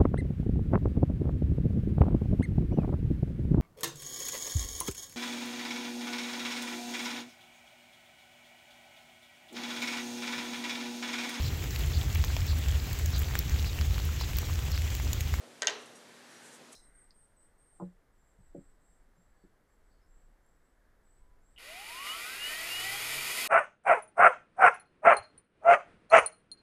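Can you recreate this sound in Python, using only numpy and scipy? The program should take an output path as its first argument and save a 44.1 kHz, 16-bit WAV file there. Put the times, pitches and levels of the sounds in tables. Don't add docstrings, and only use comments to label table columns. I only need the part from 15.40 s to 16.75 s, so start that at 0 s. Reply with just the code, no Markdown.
import sys
import numpy as np
from scipy import signal
from scipy.fft import rfft, irfft, next_fast_len
from scipy.io import wavfile
from scipy.ndimage import uniform_filter1d

SR = 44100
rng = np.random.default_rng(int(sys.argv[2]) if len(sys.argv) > 2 else 0)


def transcribe(u):
    v = np.clip(np.atleast_2d(u).T, -1, 1)
    q = np.round(v * 32767).astype(np.int16)
    wavfile.write(sys.argv[1], SR, q)


N = 59535
TIME = np.arange(N) / SR


def undb(db):
    return 10 ** (np.asarray(db) / 20)


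def at_hz(hz, table, column=1):
    table = np.array(table, float)
    return np.interp(np.log(np.maximum(hz, 1)), np.log(table[:, 0]), table[:, column])


def colour(x, points):
    size = 2 * next_fast_len(N)
    cepstrum = irfft(np.log(undb(at_hz(np.fft.rfftfreq(size, 1 / SR), points))))
    cepstrum[1:size // 2] *= 2
    cepstrum[size // 2 + 1:] = 0
    return irfft(rfft(x, size) * np.exp(rfft(cepstrum)))[:N]


def tilt(x, db_per_octave, pivot_hz=1500):
    return colour(x, [(hz, db_per_octave * np.log2(hz / pivot_hz)) for hz in (300, 12000)])


def noise(points):
    x = colour(rng.standard_normal(N), points)
    return x / x.std()


def fade(start, rise, t60):
    age = np.maximum(TIME - start, 0)
    return (1 - np.exp(-age / rise)) * np.exp(-np.log(1000) * age / t60)


def swells(rows):
    return sum(undb(db) * np.exp(-.5 * ((TIME - at) / half) ** 2) for at, half, db in rows)


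def click(at):
    return np.sinc((TIME - at) * SR)


def burst(start, t60, rise=0.0001):
    x = fade(start, rise, t60) * rng.standard_normal(N)
    for _ in range(4):
        flat = irfft(np.exp(1j * np.angle(rfft(x))), N)
        x = flat * np.sqrt(fade(start, rise, 2 * t60))
    return x / np.sqrt(np.sum(x ** 2))


def ring(modes, start, rise=0.00049):
    return sum((-1) ** k * undb(db) * fade(start, rise, t60) * np.sin(2 * np.pi * hz * (TIME - start))
               for k, (hz, db, t60) in enumerate(modes))


# (frequency [Hz], relative level [dB])
AIR = [(25, -55), (60, -27), (95, -20), (125, -12), (200, -10), (320, -8), (520, -7.5), (900, -12),
       (1750, -14), (2400, -15.5), (5000, -19.5), (8000, -21.5), (11000, -27), (13500, -37), (15000, -45)]

def room_tone(air_db=-56.5, hum_db=-67, hum_hz=239.7):
    hum = np.sqrt(2) * np.sin(2 * np.pi * hum_hz * TIME)
    return undb(air_db) * noise(AIR) + undb(hum_db) * hum


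# (centre [s], half length [s], level [dB])
RUSTLES = [(0.02, 0.066, -57), (1.22, 0.025, -59.5), (1.295, 0.013, -62.5)]
# (frequency [Hz], relative level [dB])
RUSTLE_COLOUR = [(100, -24), (300, 7.5), (550, 14), (750, 5.5), (1000, 0.5), (2000, -8.5), (8000, -31)]

def arm_rustle():
    return swells(RUSTLES) * noise(RUSTLE_COLOUR)


# (centre [s], half length [s], level [dB])
SCRAPES = [(0.76, 0.12, -63.5), (0.95, 0.095, -66.5), (1.09, 0.11, -62)]
# (frequency [Hz], relative level [dB])
SCRAPE_COLOUR = [(300, -31), (800, -1.5), (1100, -7), (1500, 2.5), (1850, 2), (2400, -10), (4200, -7),
                 (8000, -29)]

def bar_scrape():
    return swells(SCRAPES) * noise(SCRAPE_COLOUR)


# (centre [s], half length [s], hiss [dB], push on the modes over hiss [dB])
SLIDES = [(0.418, 0.016, -63.5, 18), (0.937, 0.04, -66.5, 23), (1.063, 0.029, -58.5, 6),
          (1.146, 0.021, -57.5, 0), (1.33, 0.0065, -52, 8)]
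# (time [s], ring gain [dB], scratch level [dB])
BRUSHES = [(0.455, -9, -54.5), (0.552, -1, -57)]
# (frequency [Hz], relative level [dB])
FRICTION = [(1500, -30), (4000, -23), (6000, -1.5), (7300, -0.5), (8300, 2.5), (9700, -2), (10500, -6),
            (12000, -14), (15000, -24)]
# (frequency [Hz], relative level [dB])
PUSH_COLOUR = [(4000, -12), (5800, 0), (8300, -8), (10800, 0), (13000, -9)]
# (frequency [Hz], relative level [dB], t60 [s])
FREE_BAR = [(5760, -53.5, 0.15), (6600, -60, 0.16), (7650, -66, 0.18), (8340, -55, 0.14), (9700, -60, 0.13),
            (10550, -60.5, 0.17), (10880, -64, 0.17), (12650, -73, 0.13)]

def fingers_on_steel(brush_rise_s=0.0041, scratch_t60_s=0.084):
    rubbing = swells([(at, half, db) for at, half, db, _ in SLIDES])
    rings = np.zeros(N)
    for at, ring_db, scratch_db in BRUSHES:
        rubbing += undb(scratch_db) * fade(at, brush_rise_s, scratch_t60_s)
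        rings += undb(ring_db) * ring(FREE_BAR, at, brush_rise_s)
    hiss = rubbing * noise(FRICTION)
    push = swells([(at, half, db + push_db) for at, half, db, push_db in SLIDES]) * noise(PUSH_COLOUR)
    singing = signal.fftconvolve(push, ring(FREE_BAR, 0))[:N]
    return hiss + rings + singing


# (frequency [Hz], gain [dB], t60 [s])
ROOM = [(131, -25, 0.24), (258, -9.5, 0.5), (420, 8, 0.99), (710, 0, 0.83), (1000, 5.5, 0.5),
        (1220, 0, 0.73), (1870, 1, 0.66), (2360, 2.5, 0.22), (2750, 3, 0.64), (3260, -1, 0.47),
        (3870, 1, 0.56), (4950, -2.5, 0.19), (5450, -1, 0.36), (6100, -9, 0.91), (6740, -8.5, 0.4),
        (7460, -9.5, 0.17), (10100, -38, 0.24), (14800, -58, .1)]

def room_tail(x, delay_s=0.0015, rise_s=0.0031):
    response = np.zeros(N)
    white = rfft(rng.standard_normal(N))
    octave = np.log2(np.maximum(np.fft.rfftfreq(N, 1 / SR), 1))
    for hz in 125 * 2 ** np.arange(0, 7.1, 1 / 6):
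        share = np.maximum(1 - 6 * abs(octave - np.log2(hz)), 0)
        band = irfft(white * share, N)
        envelope = fade(delay_s, rise_s, at_hz(hz, ROOM, column=2))
        response += undb(at_hz(hz, ROOM)) * band * envelope / np.sqrt(np.sum(envelope ** 2))
    return signal.fftconvolve(x, response)[:N]


# (delay [s], relative level [dB])
ECHOES = [(.00259, -21), (.00678, -14.5), (.00832, -21.5), (0.0098, -18), (0.01045, -12), (0.0114, -14),
          (0.01314, -18), (0.0235, -24), (0.0264, -17.5), (.03419, -21.5)]
# (frequency [Hz], gain [dB])
ECHO_COLOUR = [(300, 2.5), (1600, 6.5), (3000, 4), (6500, -6.5), (10500, 3.5)]

def reflections(x, smear_t60_s=0.0027, smear_db=-3):
    response = sum(undb(db) * (click(delay) + undb(smear_db) * burst(delay, smear_t60_s))
                   for delay, db in ECHOES)
    return colour(signal.fftconvolve(x, response)[:N], ECHO_COLOUR)


# (time [s], crack gain [dB], crack tilt [dB/octave],
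# crate gain [dB], bending gain [dB], clink gain [dB], tail gain [dB], tail tilt [dB/octave])
CLACKS = [(0.2207, -1, 0, 2.5, -11.5, -8.5, -8, -1), (0.2710, 0.5, 1, -0.5, 2, 2.5, 0.5, 0.5)]
# (frequency [Hz], gain [dB])
CRACK = [(100, -39), (260, -20), (420, 0.5), (1000, -4), (2300, -2.5), (4000, -3.5), (4900, -1.5),
         (6500, 0.5), (7400, -4), (8200, -5), (9400, -22), (10400, -19), (11400, -25), (12300, -37),
         (15000, -49)]
# (frequency [Hz], relative level [dB], t60 [s])
BOARDS = [(444, -42.5, 0.053), (623, -37, 0.021), (1018, -39.5, 0.043), (1290, -47.5, 0.075),
          (1497, -47, 0.071), (1565, -37.5, 0.12), (1825, -45, 0.076), (1886, -44.5, 0.1)]
CAVITY = [(421, -43.5, 0.39)]
BENDING = [(2783, -29, 0.058), (3094, -33, 0.065), (3553, -23.5, 0.021), (3650, -18.5, 0.013),
           (4210, -27.5, 0.018), (4470, -24, 0.0086), (5470, -29, 0.021), (5900, -24, 0.0089)]
CLINK = [(6390, -21, 0.017), (6770, -19, 0.013), (8340, -50, 0.0059), (10500, -44, 0.0031)]

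def clacks(snap_db=-6, crack_t60_s=0.0122):
    direct, impulses = np.zeros(N), np.zeros(N)
    for at, crack_db, crack_tilt, crate_db, bending_db, clink_db, tail_db, tail_tilt in CLACKS:
        contact = undb(snap_db) * click(at) + burst(at, crack_t60_s)
        direct += undb(crack_db) * tilt(colour(contact, CRACK), crack_tilt)
        direct += undb(crate_db) * (ring(BOARDS, at) + ring(CAVITY, at, rise=0.033))
        direct += undb(bending_db) * ring(BENDING, at)
        direct += undb(clink_db) * ring(CLINK, at, rise=0.00015)
        impulses += undb(tail_db) * tilt(click(at), tail_tilt)
    return direct, impulses


def scene(room_send_db=-24.5):
    direct, impulses = clacks()
    echoes = reflections(direct)
    tail = room_tail(impulses + undb(room_send_db) * direct)
    handling = fingers_on_steel() + bar_scrape() + arm_rustle()
    return (direct + echoes + tail + handling + room_tone())[None]


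def record(dry):
    return signal.sosfilt(signal.ellip(8, .2, 70, 15000, fs=SR, output="sos"), dry)


dry = scene()
out = record(dry)
transcribe(out)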